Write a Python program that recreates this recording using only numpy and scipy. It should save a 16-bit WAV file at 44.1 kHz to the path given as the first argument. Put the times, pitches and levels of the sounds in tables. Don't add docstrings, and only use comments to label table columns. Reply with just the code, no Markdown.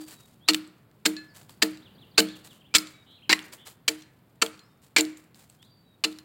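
import sys
import numpy as np
from scipy import signal
from scipy.fft import rfft, irfft
from scipy.io import wavfile

SR = 44100
rng = np.random.default_rng(int(sys.argv[2]) if len(sys.argv) > 2 else 0)


def materialize(psi):
    bounded = np.clip(np.atleast_2d(psi).T, -1, 1)
    quanta = np.round(bounded * 32767).astype(np.int16)
    wavfile.write(sys.argv[1], SR, quanta)


N = 275184

# (time [s], time in the bark [s], tear length [s], tear level [dB], tear ring [Hz], tear treble [dB],
#         split delay [s], split level [dB], slab ring [Hz], then the log's answer: delay [s], main hum [dB],
#         lower modes [dB], upper modes [dB], thud [dB])
CHOPS = [(0.4857, 0.0068, .022, -20, 2870, 4, 0, -10.5, 4270, 0.0012, -18, -26.5, -27.5, -62.5),
         (1.0548, 0.0035, 0.012, -18, 1637, 5.5, 0.011, -24, 4310, 0.0018, -20.5, -27, -25.5, -62),
         (1.6207, 0.002, 0.013, -17.5, 1770, -5, 0.0039, -21, 1810, 0.0021, -21.5, -27.5, -22, -60),
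         (2.1787, 0.0031, 0.018, -14, 1550, 9, 0.00063, -9.5, 4300, .002, -19, -18, -15, -29.5),
         (2.7486, 0.0086, 0.017, -11.5, 3430, 9.5, 0, -15, 2200, .001, -28, -30.5, -35, -27.5),
         (3.2934, 0, 0.029, -18.5, 3920, -19, 0.034, -8, 2040, 0.0084, -30.5, -29.5, -35, -48.5),
         (3.8787, 0.00045, 0.011, -17, 3110, 9.5, .004, -24, 2256, .005, -30, -46, -28, -41),
         (4.4191, 0.0036, 0.007, -14, 3050, 6, 0.0039, -16, 1328, 0.0025, -35.5, -35.5, -21.5, -53),
         (4.9625, 0.00029, 0.04, -20, 2300, -3, 0.00066, -11, 2294, 0.019, -17.5, -34.5, -20.5, -51.5),
         (6.038, 0.0005, 0.013, -18, 2840, 0, 0.0065, -23, 4220, 0.00507, -27, -34, -29, -52.5)]
# (frequency [Hz], level [dB], decay t60 [s])
OVERTONES = [(1304, -27.5, 0.22), (1380, -34, 0.36), (1448, -30.5, .18), (1816, -24.5, 0.063),
             (2226, -30, 0.22), (2700, -20, 0.034), (3510, -25.5, 0.045), (4000, -18.5, 0.065),
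             (4210, -21.5, 0.13), (7150, -25.5, 0.069), (7470, -25, 0.12)]
# (frequency [Hz], relative level [dB per Hz])
WOOD_SPECTRUM = [(40, -41), (130, -20.5), (350, -4), (550, -15), (950, -9.5), (1600, -7), (2300, 2),
                 (3600, -3.5), (4450, 4.5), (5200, -5), (6200, -9.5), (7300, -2), (10000, -19),
                 (16000, -27)]
BARK_DB, BARK_RING_HZ, BARK_TREBLE_DB = -12, 1400, -1.5
TEAR_RING_DB = -8.5
SPLIT_S, SPLIT_RING_DB, SPLIT_TREBLE_DB = 0.0047, 2, -7.5

# (time [s], peak level [dB], ring [Hz])
SNAPS = [(.4918, -9.5, 4700), (.5352, -10, 3720), (.5455, -4.5, 3000), (.5495, -18, 2400),
         (1.0615, 2.5, 3700), (1.625, 0, 4400), (1.6328, -4.5, 4530), (2.1992, -3, 7300),
         (2.2032, -1.5, 3000), (2.765, -7, 4410), (2.770, -14.5, 6000), (2.7841, -5.5, 5000),
         (3.3086, -9.5, 2345), (3.3195, -4, 2300), (3.8836, -2, 2300), (4.4632, -15, 3300),
         (4.985, -2, 5500), (5.0085, -4, 7200)]
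# (time [s], peak level [dB], ring [Hz])
CHIPS = [(.1101, -34, 7200), (.675, -40.5, 7710), (.914, -46.5, 1804), (1.3553, -40, 3770),
         (1.414, -38, 502), (1.495, -33, 890), (2.4483, -42, 4560), (3.3912, -25, 3420),
         (3.5269, -33.5, 4530), (3.6691, -34, 1943), (3.682, -32, 592), (5.0515, -23, 4560),
         (5.1711, -36.5, 7240), (5.3453, -37.5, 4390), (5.4984, -37, 8160), (5.6276, -38.5, 3003),
         (6.1265, -33.5, 3780)]
# (frequency [Hz], relative level [dB per Hz])
CHIP_SPECTRUM = [(80, -22), (400, -10), (1000, -15), (2300, -4), (4400, 1), (6100, -10.5), (7400, 0.5),
                 (10000, -15), (16000, -10.5)]
# fall time range [s], mean and spread of the peak level [dB], ring range [Hz]
CRUMB_FALL_S, CRUMB_DB, CRUMB_SPREAD_DB, CRUMB_RING_HZ = (0.074, 0.16), -49.5, 10, (2528, 7520)

# (frequency [Hz], level [dB], decay t60 [s], build-up [s])
LOG_MAIN = [(310.5, 2.5, 0.33, 0.019), (347, -18.5, 0.33, 0.0079)]
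LOG_LOW = [(185.8, -10, 0.39, 0.027), (212.3, -10, 0.32, 0.003), (246, -10, .12, 0.001)]
LOG_HIGH = [(385, -5.5, 0.064, 0.0017), (453.6, -0.5, 0.16, 0.0075), (608, -15, 0.2, 0.0027),
            (659, -14.5, 0.2, 0.0055), (732, -18.5, .16, 0.0019), (870, -15, 0.14, 0.00077)]
# (main hum [dB], lower modes [dB], upper modes [dB], thud [dB])
EARLIER_BLOW = (-21, -31.5, -44, -60)
EARLIER_S = -.09

# (time [s], click peak [dB], steel ring [dB], brightness of the touch [dB per octave])
PULLS = [(1.1665, -28, -39.5, 0.5), (2.287, -31.5, -50, 2.5), (2.8714, -29.5, -56, 11),
         (4.021, -37.5, -61, -0.5), (4.593, -39.5, -56.5, 7.5), (6.187, -31.5, -61, 7)]
# (frequency [Hz], level [dB], decay t60 [s])
STEEL = [(1720, -2.5, 0.5), (2604, -9.5, 0.24), (4170, 0.5, 0.236), (4470, 1, 0.057), (7060, -12, 0.095)]

# (frequency [Hz], near level [dB], near t60 [s], far level [dB], far t60 [s])
FOREST = [(151, -16, 0.3, -21.5, 0.98), (510, -17.5, 0.13, -15, 0.95), (960, -11, .22, -19.5, 0.85),
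          (1300, -15.5, 0.41, -17.5, 0.93), (3230, -22.5, 0.28, -29.5, 0.64), (4440, -24, 0.16, -28, 0.47),
          (5930, -26, 0.16, -34.5, .6), (7850, -15.5, 0.23, -35, .63), (15000, -6, 0.12, -34.5, .55)]

# (time [s], length [s], level [dB])
STIRS = [(0, 0.011, -45.5), (0.064, .07, -50.5), (0.182, 0.15, -64), (1.339, 0.063, -51),
         (1.485, 0.0087, -52.5), (2.354, 0.014, -49.5), (2.439, 0.015, -47), (2.509, 0.051, -61.5),
         (2.871, 0.045, -66), (3.387, 0.098, -62.5), (3.518, 0.006, -44.5), (3.65, 0.02, -44),
         (4.815, 0.04, -58), (5.168, 0.027, -58), (5.343, 0.089, -58), (5.486, 0.057, -65),
         (5.615, .014, -65)]
# (frequency [Hz], relative level [dB per Hz])
NEEDLES_SPECTRUM = [(200, -6.5), (800, 2.5), (2500, -1), (4400, 1), (6000, -4), (7500, 2.5), (10000, -3),
                    (13000, -4), (16000, -5.5)]
STIR_ATTACK_S, STIR_RELEASE_T60 = .008, .17
SHAKE_DB, SHAKE_T60 = -49.5, .4

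# (delay [s], length [s], start [Hz], middle [Hz], end [Hz], trill depth [Hz], level [dB])
TWO_WHISTLES = [(0, .17, 4740, 4640, 4533, 0, 1), (0.169, 0.13, 3975, 3824, 3757, 0, -.5)]
SEESAW = [(-.03, 0.016, 4780, 4440, 3550, 0.0023, -5), (0, 0.022, 2880, 3714, 4190, 0, -1),
          (.03, .038, 4100, 3230, 2620, 0, 3)]
UPSLUR = [(0, .08, 3174, 3524, 4410, 0, 0), (.074, 0.019, 4390, 3700, 3170, 0, -1)]
FLOURISH = [(0, .022, 2940, 3146, 2118, -1, -2.5), (.036, 0.036, 2549, 3095, 3700, 2, -3.5),
            (.105, .035, 2216, 2409, 2385, 5, -5), (.321, .039, 2044, 2280, 2216, 0, -2),
            (.456, .125, 3334, 3590, 3710, 480, 0.5), (.568, .03, 3110, 2650, 2270, 1, -7.5),
            (.615, .043, 2240, 3220, 2160, -1, 3), (0.97, .08, 2980, 3330, 3120, 292, 0.5)]
DOWNSLUR = [(0, .055, 5560, 4640, 4400, 0, 0)]
CHIRP = [(0, .061, 4730, 5150, 5620, 0, 2.5), (.065, .09, 3720, 3670, 3614, 0.0016, -3)]
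# (time [s], motif, level [dB])
CALLS_OUT = [(-.035, TWO_WHISTLES, -59), (.405, UPSLUR, -56.5), (1.278, DOWNSLUR, -60),
             (1.49, DOWNSLUR, -63), (2.253, UPSLUR, -47.5), (2.74, TWO_WHISTLES, -58.5),
             (4.615, CHIRP, -68.5), (5.587, UPSLUR, -58), (5.66, TWO_WHISTLES, -64.5)]
SEESAW_START_S, SEESAW_EVERY_S, FLOURISH_S = 1.817, .162, 2.604
SEESAW_DB, FLOURISH_DB = -53.5, -52

# (time [s], level [dB])
MURMUR = [(0, -59), (1, -60), (2, -55.5), (2.6, -59), (4.5, -60.5), (6.24, -61)]
# (frequency [Hz], relative level [dB per Hz])
AIR_SPECTRUM = [(25, -21), (45, -18), (90, -2.5), (130, 3), (200, -1.5), (400, -11), (1000, -18),
                (2500, -26.5), (4500, -31), (6000, -43), (16000, -30.5)]
CUTOFF_HZ = 16100


def cuts():
    tears, slabs = np.zeros(N), np.zeros(N)
    for s, bark_s, tear_s, tear_db, tear_hz, treble_db, split_delay, split_db, slab_hz, *_ in CHOPS:
        tear = fibres(tear_s, tear_db, tear_hz, TEAR_RING_DB, treble_db)
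        split = fibres(SPLIT_S, split_db, slab_hz, SPLIT_RING_DB, SPLIT_TREBLE_DB)
        stages = [(s, tear), (s + split_delay, split)]
        if bark_s > 0:
            bark = fibres(bark_s, tear_db + BARK_DB, BARK_RING_HZ, TEAR_RING_DB, BARK_TREBLE_DB)
            stages.append((s - bark_s, bark))
        for start, (tearing, ringing) in stages:
            add(tears, start, tearing)
            add(slabs, start, ringing)
    return tears, slabs


def fibres(length, db, slab_hz, slab_db, treble_db, rise_s=.0007, release_t60=0.018, slab_width_hz=170,
           sag_db=7, crossing_s=.0021, reflection=.42, scatter_db=3):
    t = seconds(.25)
    slowing = from_db(-sag_db * np.minimum(t / length, 1))
    release = fade(np.maximum(t - length, 0), release_t60)
    force = (1 - np.exp(-t / rise_s)) * slowing * release
    breaks = force * crackle(per_s=9000, spread_db=2.5, size=len(t))
    lag_s = crossing_s * rng.uniform(.7, 1.3)
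    tearing = rms_one(bounce(colour(breaks, WOOD_SPECTRUM, treble_db), lag_s, reflection))
    ringing = from_db(slab_db) * rms_one(resonate(breaks, slab_hz, slab_width_hz))
    for hz, mode_db, t60 in OVERTONES:
        width_hz = np.log(1000) / (np.pi * t60)
        mode = rms_one(resonate(breaks, hz, width_hz))
        ringing += from_db(mode_db + rng.normal(0, scatter_db)) * mode
    gain = from_db(db) * np.sqrt(length / t[-1]) / np.std(tearing + ringing)
    return gain * tearing, gain * ringing


def bounce(x, lag_s, reflection):
    feedback = np.zeros(int(lag_s * SR) + 2)
    feedback[0], feedback[-1] = 1, np.clip(reflection, 0, .8)
    return signal.lfilter([1], feedback, x)


def splinters(rows, crumble_db, crumble_t60, uneven_db, ring_db, width_hz):
    out, t = np.zeros(N), seconds(0.12)
    for s, db, hz in rows:
        crumble = crackle(per_s=7000, spread_db=uneven_db, size=len(t)) * fade(t, crumble_t60)
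        clicks = from_db(crumble_db) * crumble
        clicks[0] = 1
        snap = colour(clicks, CHIP_SPECTRUM, treble_db=2.3 * np.log2(hz / 4500))
        sound = snap + from_db(ring_db) * resonate(clicks, hz, width_hz)
        add(out, s, from_db(db) * sound / np.abs(sound).max())
    return out


def crumbs(count=2):
    rows = []
    for s, *_ in CHOPS:
        for _ in range(count):
            landing_s = s + rng.uniform(*CRUMB_FALL_S)
            rows.append((landing_s, rng.normal(CRUMB_DB, CRUMB_SPREAD_DB), rng.uniform(*CRUMB_RING_HZ)))
    return rows


def log_hum(thud_hz=88, thud_t60=0.045, contact_s=0.002):
    out, t = np.zeros(N), seconds(.6)
    blows = [(EARLIER_S, *EARLIER_BLOW)]
    for s, *_, delay, main_db, low_db, high_db, thud_db in CHOPS:
        blows.append((s + delay, main_db, low_db, high_db, thud_db))
    for s, *levels_db, thud_db in blows:
        jolt = np.cos(2 * np.pi * thud_hz * t) * (1 - np.exp(-t / contact_s)) * fade(t, thud_t60)
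        add(out, s, from_db(thud_db) * jolt)
        for db, modes in zip(levels_db, (LOG_MAIN, LOG_LOW, LOG_HIGH)):
            for hz, mode_db, t60, build_up in modes:
                swing = np.sin(2 * np.pi * (hz * t + rng.random()))
                envelope = (1 - np.exp(-t / build_up)) * fade(t, t60)
                add(out, s, from_db(db + mode_db) * swing * envelope)
    return out


def axe_head(click_hz=3800):
    clicks = [(s, click_db, click_hz) for s, click_db, _, _ in PULLS]
    out = splinters(clicks, crumble_db=-14, crumble_t60=0.018, uneven_db=5, ring_db=12, width_hz=2100)
    t = seconds(0.41)
    for s, _, ring_db, tilt_db in PULLS:
        for hz, mode_db, t60 in STEEL:
            gain = from_db(ring_db + mode_db + tilt_db * np.log2(hz / 4000))
            add(out, s, gain * np.sin(2 * np.pi * hz * t) * fade(t, t60))
    return out


def forest(x, arrival_t60=0.0084):
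    out, table = np.zeros(N), np.array(FOREST)
    edges_hz = np.geomspace(120, 17000, 21)
    white = rng.standard_normal((2, N))
    for k, (low, high) in enumerate(zip(edges_hz, edges_hz[1:])):
        log_centre = np.log(low * high) / 2
        near_db, near_t60, far_db, far_t60 = [
            np.interp(log_centre, np.log(table[:, 0]), column) for column in table.T[1:]]
        band = signal.butter(2, [low, high], "band", fs=SR, output="sos")
        sent = linger(signal.sosfilt(band, x) ** 2, arrival_t60)
        near = from_db(near_db) ** 2 * linger(sent, near_t60)
        far = from_db(far_db) ** 2 * linger(sent, far_t60)
        out += np.sqrt(near + far) * rms_one(signal.sosfilt(band, white[k % 2]))
    return out


def linger(power, t60):
    r = np.exp(-2 * np.log(1000) / (t60 * SR))
    return signal.lfilter([1 - r], [1, -r], power + 1e-18)


def branches(x, paths_per_s=400, t60=.45, dull_hz=6000, first_s=.012):
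    t = seconds(.5)
    onset = 1 - np.exp(-(t / first_s) ** 2)
    paths = crackle(per_s=paths_per_s, spread_db=3.5, size=len(t)) * onset * fade(t, t60)
    echoes = signal.fftconvolve(x, paths / np.sqrt(np.sum(paths ** 2)))[:N]
    dull = signal.butter(1, min(dull_hz, 15000), fs=SR, output="sos")
    return signal.sosfilt(dull, echoes)


def among_trunks(x, t60):
    t = seconds(.6)
    paths = rms_one(rng.standard_normal(len(t)) * fade(t, t60)) / np.sqrt(len(t))
    return signal.fftconvolve(x, paths)[:N]


def brushwood(clump_db=5.0, clumps_per_s=120, restless_db=-80, twigs_db=-5, twigs_per_s=260):
    motion, t = np.full(N, from_db(restless_db)), seconds(0.56)
    swell = 1 - np.exp(-t / STIR_ATTACK_S)
    for s, length, db in STIRS:
        add(motion, s, from_db(db) * swell * fade(np.maximum(t - length, 0), STIR_RELEASE_T60))
    for s, *_ in CHOPS:
        add(motion, s, from_db(SHAKE_DB) * swell * fade(t, SHAKE_T60))
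    knots = np.arange(N) / SR * clumps_per_s
    clumps = np.interp(knots, np.arange(N), rng.standard_normal(N))
    needles = rms_one(crackle(per_s=6600, spread_db=3.5, size=N) * from_db(clump_db * clumps))
    twigs = from_db(twigs_db) * crackle(per_s=twigs_per_s, spread_db=2.5, size=N)
    return motion * rms_one(colour(needles + twigs, NEEDLES_SPECTRUM))


def birds(direct_db=-4, scattered_db=-5, scatter_t60=0.52, trill_hz=130, unsteady=3):
    out = np.zeros(N)
    song = repeated(SEESAW, SEESAW_START_S, SEESAW_EVERY_S, SEESAW_DB, count=5)
    song += [(FLOURISH_S, FLOURISH, FLOURISH_DB)] + CALLS_OUT
    for s, motif, db in song:
        for delay, length, start_hz, middle_hz, end_hz, depth_hz, note_db in motif:
            t = seconds(length)
            parabola = np.polyfit([0, .5, 1], [start_hz, middle_hz, end_hz], 2)
            glide = np.polyval(parabola, t / length)
            beats = np.cumsum(trill_hz * (1 + unsteady * rng.standard_normal(len(t)))) / SR
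            hz = glide + depth_hz * np.sin(2 * np.pi * beats)
            whistle = np.sin(2 * np.pi * np.cumsum(hz) / SR)
            envelope = np.sqrt(np.sin(np.pi * t / length))
            add(out, s + delay, from_db(db + note_db) * envelope * whistle)
    return from_db(direct_db) * out + from_db(scattered_db) * among_trunks(out, scatter_t60)


def repeated(motif, start_s, every_s, db, count):
    return [(start_s + k * every_s, motif, db) for k in range(count)]


def murmur():
    return level_curve(MURMUR) * rms_one(colour(rng.standard_normal(N), AIR_SPECTRUM))


def crackle(per_s, spread_db, size):
    strength = from_db(spread_db * np.minimum(rng.exponential(1, size), 4)) * rng.choice([-1, 1], size)
    return rms_one(strength * (rng.random(size) < per_s / SR))


def resonate(x, hz, width_hz):
    r = np.exp(-np.pi * width_hz / SR)
    poles = [1, -2 * r * np.cos(2 * np.pi * hz / SR), r * r]
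    return np.sqrt((1 - r * r) / 2) * signal.lfilter([1, 0, -1], poles, x + 1e-18)


def colour(x, spectrum, treble_db=0):
    size = 2048
    hz = np.maximum(np.fft.rfftfreq(size, 1 / SR), 1)
    points, db = np.transpose(spectrum)
    shelf_db = treble_db * hz ** 2 / (hz ** 2 + 5000 ** 2)
    gain = from_db(np.interp(np.log(hz), np.log(points), db) + shelf_db)
    cepstrum = irfft(np.log(rms_one(gain)))
    cepstrum[1:size // 2] *= 2
    cepstrum[size // 2 + 1:] = 0
    impulse_response = irfft(np.exp(rfft(cepstrum)))
    return signal.fftconvolve(x, impulse_response)[:len(x)]


def fade(t, t60):
    return np.exp(-np.log(1000) * t / t60)


def level_curve(rows):
    return from_db(np.interp(np.arange(N) / SR, *np.transpose(rows)))


def add(out, s, sound):
    at = round(s * SR)
    part = sound[max(-at, 0):max(N - at, 0)]
    out[max(at, 0):max(at, 0) + len(part)] += part


def from_db(db):
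    return 10 ** (np.asarray(db) / 20)


def rms_one(x):
    return x / np.sqrt(np.mean(x ** 2) + 1e-20)


def seconds(length):
    return np.arange(int(length * SR)) / SR


def scene(hum_scatter_db=-11, slab_scatter_db=-8, slab_echo_db=-23, slab_echo_t60=0.48, branch_db=-25):
    tearing, slabs = cuts()
    snaps = splinters(SNAPS, crumble_db=-18.5, crumble_t60=0.018, uneven_db=6, ring_db=-2, width_hz=230)
    chips = splinters(CHIPS + crumbs(), crumble_db=-5, crumble_t60=0.011, uneven_db=7.5, ring_db=2.5,
                      width_hz=550)
    cracks = tearing + snaps + chips + axe_head() + brushwood()
    hum = log_hum()
    echoes = forest(cracks + from_db(slab_scatter_db) * slabs + from_db(hum_scatter_db) * hum)
    echoes += from_db(slab_echo_db) * among_trunks(slabs, slab_echo_t60)
    echoes += from_db(branch_db) * branches(cracks)
    return (cracks + slabs + hum + echoes + birds() + murmur())[None]


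def record(dry, top=0.96):
    rounded = top * np.tanh(dry / top)
    low_pass = signal.ellip(10, .1, 90, CUTOFF_HZ, fs=SR, output="sos")
    return signal.sosfilt(low_pass, rounded)


dry = scene()
out = record(dry)
materialize(out)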